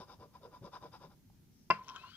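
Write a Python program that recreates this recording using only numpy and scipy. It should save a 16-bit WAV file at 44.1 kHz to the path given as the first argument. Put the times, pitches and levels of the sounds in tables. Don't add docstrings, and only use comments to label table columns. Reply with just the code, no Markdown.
import sys
import numpy as np
from scipy import signal
from scipy.fft import rfft, irfft
from scipy.io import wavfile

SR = 44100
rng = np.random.default_rng(int(sys.argv[2]) if len(sys.argv) > 2 else 0)


def store_pcm(level_fs):
    pcm = np.round(np.clip(level_fs, -1, 1) * 32767).astype(np.int16)
    wavfile.write(sys.argv[1], SR, np.atleast_2d(pcm).T)


def gain_from_decibels(decibels):
    exponent = np.asarray(decibels, float) / 20
    return 10 ** exponent


N = 95388
LANDING_S, BOARD_HZ = 1.7019, 1023
KNOCK_CUT_HZ, RIM_CUT_HZ = 2380, 6900


def rms_one(x):
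    return x / np.sqrt(np.mean(x ** 2) + 1e-20)


def in_time(rows):
    s, *columns = np.transpose(rows)
    return [np.interp(np.arange(N) / SR, s, c, left=-120) for c in columns]


def at_hz(points, hz):
    point_hz, values = np.array(points).T
    return np.interp(np.log(hz), np.log(point_hz), values)


def drift(rate_hz):
    r = np.exp(-2 * np.pi * rate_hz / SR)
    white = rng.standard_normal(N + 9000)
    return rms_one(signal.lfilter([1], [1, -2 * r, r * r], white)[9000:])


def peak(x, hz, width_hz):
    r = np.exp(-np.pi * width_hz / SR)
    top = np.array([1, 0, -1]) * (1 - r * r) / 2
    return signal.lfilter(top, [1, -2 * r * np.cos(2 * np.pi * hz / SR), r * r], x + 1e-18)


def steep_peak(x, hz, width_hz):
    return peak(peak(x, hz, width_hz), hz, width_hz)


def body(x, peaks):
    return sum((-1) ** k * gain_from_decibels(db) * steep_peak(x, hz, width_hz * 1.41)
               for k, (hz, width_hz, db) in enumerate(peaks))


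def strike(times, dbs, modes, scatter_db):
    out = np.zeros(N)
    luck = rng.normal(0, 1, (len(times), len(modes)))
    at = (np.array(times) * SR).astype(int)
    for k, (hz, db, t60_s) in enumerate(modes):
        clicks = np.zeros(N)
        clicks[at] = (-1) ** k * gain_from_decibels(np.array(dbs) + db + scatter_db * luck[:, k])
        r, w = gain_from_decibels(-60 / (t60_s * SR)), 2 * np.pi * hz / SR
        out += signal.lfilter([0, np.sin(w)], [1, -2 * r * np.cos(w), r * r], clicks + 1e-18)
    return out


def soft(x, cut_hz):
    return signal.sosfilt(signal.butter(4, cut_hz, fs=SR, output="sos"), x)


def high_pass(x, cut_hz):
    return signal.sosfilt(signal.butter(2, cut_hz, "high", fs=SR, output="sos"), x)


def slips():
    slips_per_s, spread_db = 4500, 3
    sizes = gain_from_decibels(spread_db * np.minimum(rng.exponential(1, N), 5)) * rng.choice([-1, 1], N)
    return rms_one(sizes * (rng.random(N) < slips_per_s / SR))


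def hump(middle_s, length_s, power):
    return np.cos(np.pi * np.clip((np.arange(N) / SR - middle_s) / length_s, -.5, .5)) ** power


def swells(rows, hz):
    t = np.arange(N) / SR
    out = np.zeros(N)
    for s, length_s, db in rows:
        detune, turn = rng.normal(0, 1, 2)
        ring = np.sin(2 * np.pi * hz * (1 + 0.0056 * detune) * (t - s) + 3 * turn)
        out += gain_from_decibels(db) * hump(s, 1.3 * length_s, 1.5) * ring
    return out


def noise(spectrum, patchy_db):
    # pitch_hz, likeness [0..1]
    likeness = [(50, 1), (300, 0.6), (800, 0.094), (2000, 0.1), (6000, 0.0099)]
    lo, hi = spectrum[0][0], spectrum[-1][0]
    edges = np.geomspace(lo, hi, int(2.5 * np.log2(hi / lo)) + 1)
    out, white = 0, rng.standard_normal((2, 2, N + 9000))
    for k, (low, high) in enumerate(zip(edges, edges[1:])):
        band = signal.butter(2, [low, high], "band", fs=SR, output="sos")
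        mid, side = signal.sosfilt(band, white[k % 2])[:, 9000:]
        hz = np.sqrt(low * high)
        c = np.clip(at_hz(likeness, hz), -1, 1)
        stereo = np.sqrt(1 + c) * mid + np.sqrt(1 - c) * side * [[1], [-1]]
        out = out + gain_from_decibels(at_hz(spectrum, hz) + patchy_db * drift(18.5)) * stereo
    return rms_one(out)


def place(x, pan, lag, diffuse_db):
    hz = np.fft.rfftfreq(2 * N, 1 / SR)
    half = gain_from_decibels(at_hz(pan, hz + 1) / 2) * np.exp(-1j * np.pi * hz * lag / SR)
    direct = irfft(rfft(x, 2 * N) * [half, 1 / half])[:, :N]
    echo = rng.standard_normal((2, 4000)) * gain_from_decibels(-60 * np.arange(4000) / SR / 0.14)
    echo = high_pass(echo, 350)
    echo /= np.sqrt(np.sum(echo ** 2, axis=1, keepdims=True))
    return direct + gain_from_decibels(diffuse_db) * signal.fftconvolve(direct, echo, axes=1)[:, :N]


def room():
    # pitch_hz, level_db [dB per Hz]
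    hum = [(13, -24.5), (22, -9.5), (129, -0.5), (202, -3.5), (269, -8), (339, -13), (434, -23.5),
           (700, -51), (910, -63), (1540, -120)]
    # pitch_hz, level_db [dB per Hz]
    air = [(410, -38), (700, 3.5), (1090, -7), (1550, -3), (2220, -5.5), (4600, -4.5), (5660, -1),
           (6710, -11), (15600, -4)]
    return gain_from_decibels(-64.5) * noise(hum, patchy_db=1.0) + gain_from_decibels(-75) * noise(air, patchy_db=0.5)


def scratching():
    # start_s, length_s, level_db, boom_db, grit_db
    strokes = [(-.03, 0.077, -50.5, -3, -12.5), (0.074, 0.077, -54.5, -7.5, -10.5),
               (0.188, 0.077, -60, 4, -13), (0.333, 0.049, -57.5, -14, -12.5), (0.416, 0.06, -59.5, -3, -9),
               (0.508, 0.076, -60.5, -6, -11), (0.62, 0.074, -57, 6, -10),
               (0.719, 0.064, -49.5, -12.5, -13), (0.811, 0.075, -54.5, -1, -11),
               (0.917, 0.064, -54, -11.5, -9.5), (1.0, 0.074, -54, -2.5, -13),
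               (1.094, 0.049, -64, -5.5, -10.5)]
    # pitch_hz, width_hz, level_db
    board_peaks = [(813, 100, -1.5), (1020, 59, 4.5), (936, 537, -7), (1200, 18, -4), (1350, 78, -16),
                   (1584, 240, -17), (2266, 67, -17)]
    # pitch_hz, width_hz, level_db
    boom_peaks = [(313.5, 95, -2), (490, 192, -1), (594, 150, 0.5)]
    # pitch_hz, width_hz, level_db
    grit_peaks = [(3685, 280, 1.5), (4960, 660, -0.5), (6150, 920, -17), (2760, 800, -8.5),
                  (9600, 3100, -23)]
    # start_s, peak_db
    catches = [(0.024, -42.5), (0.103, -69), (0.131, -46), (0.219, -44.5), (0.349, -44.5), (0.429, -49),
               (0.447, -42.5), (0.536, -46.5), (0.561, -46.5), (0.62, -61), (0.644, -40), (0.717, -49),
               (0.732, -48), (0.758, -36.5), (0.831, -40), (0.85, -43.5), (0.937, -46), (1.005, -51.5),
               (1.018, -57)]
    catch_db, catch_delay_s, catch_length_s, catch_hz = -8, 0.006975, 0.016, 1010.3
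    flutter_db = 1.5
    board, boom, grit = (rms_one(body(slips(), peaks)) * gain_from_decibels(flutter_db * drift(27))
                         for peaks in (board_peaks, boom_peaks, grit_peaks))
    out = gain_from_decibels(-79.5) * hump(0.195, 2.1, 0.46) * (board + boom + 0.1 * grit)
    for s, length_s, db, boom_db, grit_db in strokes:
        swell = gain_from_decibels(db - 2.5) * hump(s + length_s / 2, length_s * 1.4, 1.99)
        out += swell * (board + gain_from_decibels(boom_db) * boom + gain_from_decibels(grit_db) * grit)
    pushes = [(s + catch_delay_s, catch_length_s, db + catch_db) for s, db in catches]
    return out + swells(pushes, catch_hz)


def leaning_hand():
    # middle_s, length_s, level_db, pitch_hz
    leans = [(-0.015, 0.027, -58, 152), (0.222, 0.051, -58.5, 97), (0.454, 0.061, -58, 490),
             (0.638, 0.03, -50.5, 150), (0.855, 0.086, -62, 141), (1.035, .1, -63.5, 176),
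             (1.326, 0.08, -64, 95), (1.338, 0.03, -83, 815), (1.388, 0.099, -68.5, 159),
             (0.765, 0.021, -57.5, 735)]
    white, out = rng.standard_normal(N), np.zeros(N)
    for s, length_s, db, hz in leans:
        push = hump(s, 1.75 * length_s, 0.74) * steep_peak(white, hz, 0.46 * hz)
        out += gain_from_decibels(db) * np.sqrt(length_s * SR / N) * rms_one(push)
    return out


def fingertip():
    # pitch_hz, level_db, t60_s
    card = [(820, 0, .04), (1700, -20, .012), (2500, -18, .012)]
    return soft(strike([1.3], [-60], card, scatter_db=1), KNOCK_CUT_HZ)


def sleeve():
    # pitch_hz, width_hz, level_db
    cloth = [(5500, 900, 12), (5000, 470, -5)]
    rustle = rms_one(body(rng.standard_normal(N), cloth))
    return gain_from_decibels(-81.5) * hump(1.605, 0.26, 1.4) * rustle


def landing():
    # delay_cycles [board ring cycles], peak_db, bright_db
    contacts = [
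        (0.0, -17.5, -14),
        (3.0, -18.5, -17),
        (6.0, -19, 2.5),
        (8.0, -44, -18),
        (9.0, -23, -18),
        (11.0, -21, -33),
    ]
    # pitch_hz, level_db, t60_s
    knock_tones = [(672, -27, .05), (807, -24, .04), (1023, 0, .02), (1220, -21, .04), (1381, -24, .05),
                   (1517, -12, .035), (1724, -19, .04), (1868, -21, .04), (2048, -22, .035),
                   (2236, -25, .04), (2369, -26, .04), (2733, -13, .055), (3110, -20, .025),
                   (3590, -24, .02)]
    # pitch_hz, level_db, t60_s
    table_modes = [(153.5, -2, 0.21), (200.8, -4.5, 0.26), (409, -8.5, 0.024), (454, 2, 0.055)]
    # pitch_hz, level_db, t60_s
    clink_modes = [(4880, 0, .013), (5230, -6, .012), (3900, -20, .01), (6500, -20, .01),
                   (10000, -24, .008)]
    cycles, db, bright_db = np.transpose(contacts)
    s = LANDING_S + np.round(cycles) / BOARD_HZ
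    knock = strike(s, db, knock_tones, scatter_db=2.5)
    thud = strike(s[:1], [-38], table_modes, scatter_db=1.5)
    clink = strike(s, db + bright_db - 15, clink_modes, scatter_db=1.5)
    return high_pass(soft(knock + thud, KNOCK_CUT_HZ), 90) + soft(clink, RIM_CUT_HZ)


def after_sound():
    # pitch_hz, level_db [dB per Hz]
    tail = [(110, -11), (220, -14), (450, 9.5), (1000, 0), (2100, 7), (3200, -14), (5000, -14), (7500, -33),
            (14000, -38)]
    tail_db, tail_t60_s, crack_db, crack_t60_s = -43, 0.24, -33, 0.05
    t = np.arange(N) / SR - LANDING_S
    fall = gain_from_decibels(tail_db - 60 * t / tail_t60_s) + gain_from_decibels(crack_db - 60 * t / crack_t60_s)
    return np.where(t > 0, fall, 0) * noise(tail, patchy_db=2)[0]


def sliding():
    # start_s, ring_db, upper_db, hiss_db
    drag_levels = [(1.74, -64, -55, -65.5), (1.815, -54, -74, -78.5), (1.865, -72, -82, -70),
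                   (1.892, -58, -60.5, -65.5), (1.94, -58, -64, -67), (1.964, -52.5, -48, -63),
                   (2.005, -72, -71.5, -67), (2.045, -51.5, -58, -68), (2.095, -66, -68.5, -66.5),
                   (2.118, -92, -66.5, -66.5), (2.163, -103, -67, -65.5)]
    # pitch_hz, width_hz, level_db
    hiss_peaks = [(2280, 1400, 2), (3170, 220, 10), (3630, 1100, -0.5), (5470, 4800, -16.5)]
    # pitch_hz, width_hz, level_db
    rumble_peaks = [(330, 150, -1.8), (607, 490, -0.21)]
    ring_db, upper_db, hiss_db = in_time(drag_levels)
    ring, upper = (rms_one(steep_peak(slips(), hz, width_hz)) * gain_from_decibels(2.1 * drift(44))
                   for hz, width_hz in ((1026, 90), (1380, 300)))
    drag = gain_from_decibels(ring_db) * ring + gain_from_decibels(upper_db) * upper
    drag += gain_from_decibels(hiss_db) * rms_one(body(slips(), hiss_peaks))
    rumble = rms_one(body(slips(), rumble_peaks))
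    return drag + gain_from_decibels(-69.5) * hump(1.917, 0.38, 0.4) * rumble


def rocking():
    # middle_s, length_s, level_db
    rocks = [(1.744, 0.013, -55), (1.773, 0.033, -47), (1.794, .014, -44.5), (1.818, .022, -48.5),
             (1.844, 0.024, -64.5), (1.871, 0.022, -58), (1.881, 0.0078, -47), (1.894, 0.015, -45),
             (1.907, 0.0076, -43), (1.917, 0.027, -68), (1.941, 0.012, -49), (1.956, 0.014, -55),
             (1.978, 0.032, -62), (1.984, 0.014, -70), (2.026, 0.02, -65), (2.038, 0.006, -56),
             (2.044, 0.02, -50.5), (2.06, 0.011, -52), (2.08, 0.023, -58)]
    return swells(rocks, BOARD_HZ)


def rim_ticks():
    # start_s, peak_db, bright_db
    ticks = [
        (1.837, -71, 2),
        (1.845, -54, -8),
        (1.8829, -43.5, -9.5),
        (1.8898, -41.5, -12),
        (1.8973, -44, -5),
        (1.961, -39.5, -16),
        (1.9658, -47, -13),
    ]
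    # pitch_hz, level_db, t60_s
    rim_modes = [(1400, -14, .02), (2600, -10, .012), (3180, -4, .016), (3950, -13, .012)]
    # pitch_hz, level_db, t60_s
    top_modes = [(5050, -4, .01), (5750, 0, .012), (6700, -4, .01), (10500, 6, .003)]
    s, db, bright_db = np.transpose(ticks)
    ring = strike(s, db, rim_modes, scatter_db=4.0)
    ring += strike(s, db + bright_db, top_modes, scatter_db=4.5)
    return soft(ring, RIM_CUT_HZ)


def squeak():
    # start_s, first_db, second_db, third_db
    partials = [(1.97, -90, -85, -90), (1.99, -76, -64, -76), (2.016, -74, -62, -75), (2.05, -72, -68, -79),
                (2.075, -76, -65, -72), (2.105, -77, -63, -71), (2.12, -77, -71, -72),
                (2.14, -75, -61, -75), (2.163, -72, -56, -80)]
    start_hz, rise_hz_per_s, bend_hz_per_s2 = 1260, 1400, 4200
    t = np.arange(N) / SR - 1.98
    hz = start_hz + rise_hz_per_s * t + bend_hz_per_s2 * t * t
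    phase = 2 * np.pi * np.cumsum(hz * (1 + 0.00415 * drift(86.5))) / SR
    return sum(np.sqrt(2) * gain_from_decibels(db + 1.4 * drift(69)) * np.sin((k + 1) * phase)
               for k, db in enumerate(in_time(partials)))


def scene():
    # pitch_hz, left_minus_right_db
    ticket_pan = [(60, -2), (180, 5), (550, -0.5), (1650, 3), (4970, 15.5), (15000, 7)]
    # pitch_hz, left_minus_right_db
    coin_pan = [(60, -2), (180, 3), (550, 1.5), (1100, 2.5), (2500, 9), (4970, 15.5), (15000, 4)]
    floor = room()
    ticket = scratching() + leaning_hand() + fingertip() + sleeve()
    coin = landing() + after_sound() + sliding() + rocking() + rim_ticks() + squeak()
    return (place(ticket, ticket_pan, lag=-3.5, diffuse_db=-8)
            + place(coin, coin_pan, lag=3.76, diffuse_db=-11) + floor)


def roll_off(x):
    return signal.sosfilt(signal.butter(12, 15980, fs=SR, output="sos"), x)


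def record(dry):
    cut = signal.sosfilt(signal.cheby2(12, 60, 16400, fs=SR, output="sos"), dry)
    return roll_off(cut)


dry = scene()
out = record(dry)
store_pcm(out)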